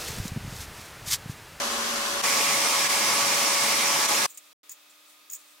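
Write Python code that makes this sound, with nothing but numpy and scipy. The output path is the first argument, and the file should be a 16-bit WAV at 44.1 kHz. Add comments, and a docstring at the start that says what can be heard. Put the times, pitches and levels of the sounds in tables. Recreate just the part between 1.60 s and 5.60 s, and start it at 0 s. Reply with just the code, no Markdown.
"""A whining, rushing drum carder, heard from across the table in a small room: its geared motor whines, the
wooden frame drones, and wire teeth rush through fiber and brush. Then the microphone is close up, and the level
dips briefly three times. Then the scene changes to the machine standing still: over a faint hum, broken by one
short silence, a metal pick scrapes across the drum's wire teeth and fiber rustles as it is lifted off."""
import sys
import numpy as np
from scipy import signal
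from scipy.fft import rfft, irfft
from scipy.io import wavfile

SR = 44100
rng = np.random.default_rng(int(sys.argv[2]) if len(sys.argv) > 2 else 0)


def master_out(mix):
    """Clip the mix to full scale and print it as 16-bit PCM to the path in sys.argv[1]."""
    frames = np.transpose(np.atleast_2d(mix))
    ceiling = np.clip(frames, -1, 1)
    pcm = np.round(ceiling * 32767).astype(np.int16)
    wavfile.write(sys.argv[1], SR, pcm)


N = 176400
T = np.arange(N) / SR
HZ = np.fft.rfftfreq(N, 1 / SR)
CLOSE_S, STOP_S = 0.622, 2.661  # the microphone is close up; the scene changes to the still machine

# Stereo image of the room hiss and the fiber: (frequency [Hz], left-right correlation [-1..1])
ROOM_IMAGE = [(150, 0.74), (600, .25), (5000, 0.33)]
# Stereo image of the teeth under the pick: (frequency [Hz], left-right correlation [-1..1])
WIRE_IMAGE = [(2000, 0.34), (7000, 0.71), (15000, .2)]


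def amp(db):
    """Decibels to gain."""
    return 10 ** (np.asarray(db) / 20)


def unit(x):
    """Scales to rms 1."""
    return x / np.sqrt(np.mean(x ** 2) + 1e-20)


def curve(points):
    """Spreads (frequency, value) points over the spectrum on a log-frequency axis."""
    hz, value = np.transpose(points)
    return np.interp(np.log(HZ + 1), np.log(hz + 1), value)


def drift(rate_hz):
    """Random motion of rms 1, mostly slower than rate_hz."""
    return unit(irfft(rfft(rng.standard_normal(N)) * np.exp(-(HZ / rate_hz) ** 2), N))


def colour(x, spectrum, image, resonances=(), lean_db=0):
    """Gives two unrelated signals a spectrum, resonances and a stereo image, at rms 1."""
    peaks = sum((amp(db) ** 2 - 1) / (1 + (2 * (HZ - hz) / width) ** 2) for hz, width, db in resonances)
    gain = amp(curve(spectrum)) * np.sqrt(1 + peaks)
    correlation = curve(image)
    a, b = rfft(x) * gain
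    mid, side = a * np.sqrt(1 + correlation), b * np.sqrt(1 - correlation)
    left, right = (mid + side) * amp(lean_db / 2), (mid - side) * amp(-lean_db / 2)
    return unit(irfft(np.array([left, right]), N))


def reflect(x, wet, t60):
    """Table and walls add a short tail of sparse reflections."""
    t = T[:SR // 3]
    taps = rng.standard_normal((2, len(t))) * (rng.random((2, len(t))) < 1 / 20)
    taps *= np.exp(-np.log(1000) * t / t60)
    return x + wet * signal.fftconvolve(x, taps / np.linalg.norm(taps[0]), axes=1)[:, :N]


def uneven_fiber(x, patch_db, patch_hz, patch_s):
    """Uneven fiber makes patches of the spectrum swell and fade."""
    f, t, frames = signal.stft(x, SR, nperseg=512, noverlap=384)
    across = np.fft.fftfreq(len(f), f[1])[:, None] * patch_hz
    along = np.fft.fftfreq(len(t), t[1]) * patch_s
    smooth = np.exp(-across ** 2 - along ** 2)
    patches = unit(np.fft.ifft2(np.fft.fft2(rng.standard_normal(smooth.shape)) * smooth).real)
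    return signal.istft(frames * amp(patch_db * patches), SR, nperseg=512, noverlap=384)[1][:, :N]


def rush(flicks_per_s=5000, spread_db=1.5, flick_share=0.33):
    """Thousands of single teeth flick through the brush amid the hiss of fiber."""
    size = amp(spread_db * np.minimum(rng.exponential(1, (2, N)), 5))
    flicks = size * rng.choice([-1, 1], (2, N)) * (rng.random((2, N)) < flicks_per_s / SR)
    hiss = rng.standard_normal((2, N))
    teeth = np.sqrt(flick_share) * unit(flicks) + np.sqrt(1 - flick_share) * hiss
    return uneven_fiber(reflect(teeth, wet=0.27, t60=0.18), patch_db=0.71, patch_hz=1490, patch_s=0.064)


def far_teeth():
    """The rush of the teeth sounds through the frame, heard from across the table."""
    # Rush at a distance: (frequency [Hz], relative level [dB])
    spectrum = [(40, -24), (166, -22), (225, -12.5), (268, -14.5), (380, -13), (643, -10.5), (1060, -4.5),
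                (1880, -10), (5810, -10.5), (12600, -20.5), (15800, -29)]
    # Its stereo image: (frequency [Hz], left-right correlation [-1..1])
    image = [(550, 0.87), (1100, .45), (1900, -0.11), (6000, 0.19), (15000, -0.27)]
    # Frame and drum resonances: (frequency [Hz], width [Hz], boost [dB])
    body = [(373, 27, 2.5), (1080, 150, 1)]
    return amp(-28) * colour(rush(), spectrum, image, body, lean_db=0.7)


def frame_drone(flutter=0.3, fade_s=0.56):
    """Two low, unsteady tones of the wooden frame beat against each other and die away."""
    # Frame tones: (frequency [Hz], starting level [dB])
    tones = [(220, -51), (235, -45.5)]
    out = np.zeros(N)
    for hz, db in tones:
        waver = 1 + flutter * drift(8)
        phase = 2 * np.pi * hz * T + 2 * flutter * drift(6.7)
        out += amp(db) * unit(waver * np.sin(phase))
    return out * np.exp(-(T / fade_s) ** 4)


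def gear_whine(close, wander=0.0026, flutter=0.4):
    """Gear mesh tones waver with the load on the drum; close up, the third harmonic swells and ebbs."""
    # Motor speed: (time [s], gear mesh pitch [Hz])
    mesh = [(0, 565.7), (.58, 566.5), (.72, 562.7), (1.3, 564.9), (2.65, 563.2)]
    # Gear tones: (multiple of mesh pitch, far level [dB], close base level [dB], right lag [rad])
    partials = [(1, -41, -40.5, 0.68), (1.5, -65, -53, .5), (2, -47.5, -38, 0.86), (2.25, -49, -45, 2.2),
                (3, -47.5, -41, 1.75)]
    # Swell of the third harmonic: (time [s], gain [dB])
    swells = [(.65, -4), (1.18, -5), (1.245, 9.5), (1.31, 2), (1.49, 1), (1.57, -1.5), (2.3, -1), (2.52, 4)]
    pitch_hz = np.interp(T, *np.transpose(mesh)) * (1 + wander * drift(9.1))
    cycles = np.cumsum(pitch_hz) / SR
    out = np.zeros((2, N))
    for multiple, far_db, close_db, lag in partials:
        phase = 2 * np.pi * (multiple * cycles + rng.random()) - np.array([[0], [lag]])
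        tone = (1 + flutter * drift(39)) * np.cos(phase) + flutter * drift(24) * np.sin(phase)
        swell_db = np.interp(T, *np.transpose(swells)) * (multiple == 3)
        out += unit(tone) * amp(np.where(close, close_db + swell_db, far_db))
    return out


def room():
    """The small room's soft hiss and thin electrical hum lie under everything."""
    # Room hiss: (frequency [Hz], relative level [dB])
    spectrum = [(24, -46), (96, -39), (170, -19), (245, -16), (350, -13), (611, -9.5), (900, -8.5),
                (1200, -4), (1580, -8), (2480, -4.5), (2950, -7), (4300, -6.5), (8000, -11), (11500, -13),
                (15800, -11.5)]
    # Resonance in the hiss: (frequency [Hz], width [Hz], boost [dB])
    ring = [(3670, 200, 4.5)]
    # Electrical hum: (frequency [Hz], level [dB])
    tones = [(301, -76.5), (598, -78), (1238, -72.5), (2562, -72), (3298, -74), (3630, -77.5)]
    hum = sum(amp(db) * unit(np.sin(2 * np.pi * hz * T + 0.25 * drift(6))) for hz, db in tones)
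    return amp(-55.5) * colour(rng.standard_normal((2, N)), spectrum, ROOM_IMAGE, ring) + hum


def fiber_load(x, roar_hz=950, rasp_hz=2270, width_octaves=0.28):
    """A roar and a rasp in the rush swell and ease with the fiber in the teeth."""
    # The drum takes up fiber: (time [s], roar gain [dB], rasp gain [dB])
    uptake = [(.645, -3.5, -0.5), (.69, -1, 1.5), (.8, -0.5, 0), (1.2, -0.5, -2), (1.6, -0.5, -1),
              (1.85, 2, -3.5), (2.15, -1, 0), (2.4, 2, -2.5), (2.65, -0.5, -2)]
    times, roar_db, rasp_db = np.transpose(uptake)
    out = x
    for hz, db in (roar_hz, roar_db), (rasp_hz, rasp_db):
        band = irfft(rfft(x) * np.exp(-(np.log2((HZ + 1) / hz) / width_octaves) ** 2), N)
        out = out + band * (amp(np.interp(T, times, db)) - 1)
    return out


def close_teeth():
    """With the microphone close up, the rush is louder and follows the load of fiber."""
    # Rush close up: (frequency [Hz], relative level [dB])
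    spectrum = [(24, -37), (50, -28.5), (91, -28.5), (130, -20), (175, -21.5), (210, -13), (430, -9.5),
                (500, -11.5), (620, -11), (830, -6.5), (1150, -3.5), (1600, -9.5), (2200, -3.5), (2900, -7),
                (4300, -7.5), (5500, -4), (7700, -9), (8800, -9.5), (13600, -18), (15800, -22.5)]
    # Its stereo image: (frequency [Hz], left-right correlation [-1..1])
    image = [(400, 0.88), (750, 0.8), (1300, 0.37), (1800, 0.19), (2400, 0.59), (4400, 0.21), (6300, .05),
             (9000, 0.23)]
    # Frame and drum resonances: (frequency [Hz], width [Hz], boost [dB])
    body = [(148.5, 4.4, 11.3), (203, 45, 3.4), (850, 69, 3.9), (970, 29, 3.6), (2200, 250, 3)]
    # Balance at the microphone: (frequency [Hz], left minus right [dB])
    lean = [(400, 1.5), (950, 0.5), (2380, -1.1), (6000, -.6), (15000, 0.5)]
    return amp(-22.5) * fiber_load(colour(rush(), spectrum, image, body, curve(lean)))


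def carder(stop_fade_s=0.0016):
    """The running machine, from across the table and then close up, until the scene changes."""
    close = T > CLOSE_S
    far_rush, close_rush = far_teeth(), close_teeth()
    machine = np.where(close, close_rush, far_rush + frame_drone()) + gear_whine(close)
    return machine * np.exp(-np.maximum(T - STOP_S, 0) / stop_fade_s)


def fiber_rustle():
    """Soft, finely grained swishes of fiber leaving the teeth."""
    # Pulls off the drum: (centre time [s], half length [s], level [dB])
    pulls = [(2.682, 0.048, -51.5), (2.85, 0.05, -60), (3.498, .06, -58), (3.803, 0.054, -58),
             (3.907, 0.053, -59)]
    # Fiber swish: (frequency [Hz], relative level [dB])
    spectrum = [(150, -33), (2000, -4), (5200, -5), (8300, 5), (11000, -3.5), (15500, -5)]
    envelope = sum(amp(db) * np.exp(-((T - centre) / half) ** 2) for centre, half, db in pulls)
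    grains = rng.standard_normal((2, N)) * amp(2.3 * drift(400))
    return envelope * colour(grains, spectrum, ROOM_IMAGE)


def pick_scrapes(treble_hz=11000):
    """Each catch of the metal pick sets a cluster of wire teeth chattering and ringing."""
    # Catches: (time [s], rise [s], decay [s], level [dB], treble gain [dB], relative ping level [dB])
    catches = [(2.694, 0.012, 0.016, -42, 5, -3), (2.742, .005, 0.015, -49, 5, 7),
               (2.7745, .003, 0.008, -42, -12, -15), (3.0942, .0006, 0.011, -37, -6, -12),
               (3.108, 0.011, 0.012, -39, 3, -7), (3.296, .003, .024, -55, -8, 0),
               (3.6995, 0.0006, 0.0097, -37.5, -2, -10), (3.710, .003, 0.006, -39, 6, -7),
               (3.7205, .0015, 0.008, -32.5, 12, -5), (3.731, .004, 0.013, -32.5, 3, -10),
               (3.747, .004, .005, -38, -7, -2), (3.758, .003, .009, -44, 1, 1)]
    # Chatter of the teeth: (frequency [Hz], relative level [dB])
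    wire_spectrum = [(100, -50), (2300, -7), (4100, -15), (5200, 0), (6000, -5.5), (6600, 0), (9700, -4),
                     (11000, -6.5), (12500, -5.5), (13800, 3), (16000, 0.5)]
    # Ring of the teeth: (frequency [Hz], width [Hz], boost [dB])
    wire_modes = [(6740, 170, 17), (6900, 190, 20), (7550, 150, 6), (9000, 1100, 3), (14400, 400, 6),
                  (15550, 450, 12)]
    # Higher ping of stiffer teeth: (frequency [Hz], relative level [dB])
    ping_spectrum = [(4500, -45), (7000, 0), (9700, -2), (11500, -20)]
    # Ring of the stiffer teeth: (frequency [Hz], width [Hz], boost [dB])
    ping_modes = [(7570, 160, 17), (8800, 400, 10)]
    chatter = rng.standard_normal((2, N)) * amp(1.4 * drift(600))
    ring = colour(chatter, wire_spectrum, WIRE_IMAGE, wire_modes)
    treble = irfft(rfft(ring) * (HZ > treble_hz), N)
    ping = colour(rng.standard_normal((2, N)), ping_spectrum, WIRE_IMAGE, ping_modes)
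    out = np.zeros((2, N))
    for start, rise, decay, db, treble_db, ping_db in catches:
        envelope = np.clip((T - start) / rise, 0, 1) * np.exp(-np.maximum(T - start - rise, 0) / decay)
        out += amp(db) * envelope * unit(ring + (amp(treble_db) - 1) * treble + amp(ping_db) * ping)
    return out


def tooth_snaps():
    """A tooth slips free of the pick with a dry snap."""
    # Slips: (time [s], decay [s], level [dB])
    slips = [(2.7737, 0.0098, -36), (3.0942, .0016, -39), (3.6985, .0013, -42)]
    # Snap of one tooth: (frequency [Hz], relative level [dB])
    spectrum = [(120, -55), (1400, -17), (2400, 1), (4000, -11), (6000, -3), (7000, 5), (8600, 7),
                (10500, -3), (15500, 1.5)]
    envelope = sum(amp(db) * (T > start) * np.exp(-abs(T - start) / decay) for start, decay, db in slips)
    return envelope * colour(rng.standard_normal((2, N)), spectrum, WIRE_IMAGE)


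def scene():
    """The carder runs in the small room; then the pick lifts the fiber off the still drum."""
    return carder() + room() + fiber_rustle() + reflect(pick_scrapes() + tooth_snaps(), wet=0.13, t60=0.26)


def record(dry, silent_from_s=2.931, silent_to_s=3.032, top_hz=15920):
    """The sound dips briefly three times, drops once into silence, and its treble ends steeply."""
    # Brief dips in level: (time [s], fall [s], recovery [s], depth [dB])
    dips = [(0.622, 0.0083, 0.018, -13), (1.282, 0.011, 0.017, -5.5), (2.472, 0.012, .016, -7)]
    dips_db = sum(np.interp(T, [s - fall, s, s + recovery], [0, db, 0]) for s, fall, recovery, db in dips)
    audible = (T < silent_from_s) | (T > silent_to_s)
    lowpass = signal.firwin(511, top_hz, window=("kaiser", 9), fs=SR)
    return signal.oaconvolve(dry * amp(dips_db) * audible, lowpass[None], "same")


dry = scene()
out = record(dry)
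master_out(out)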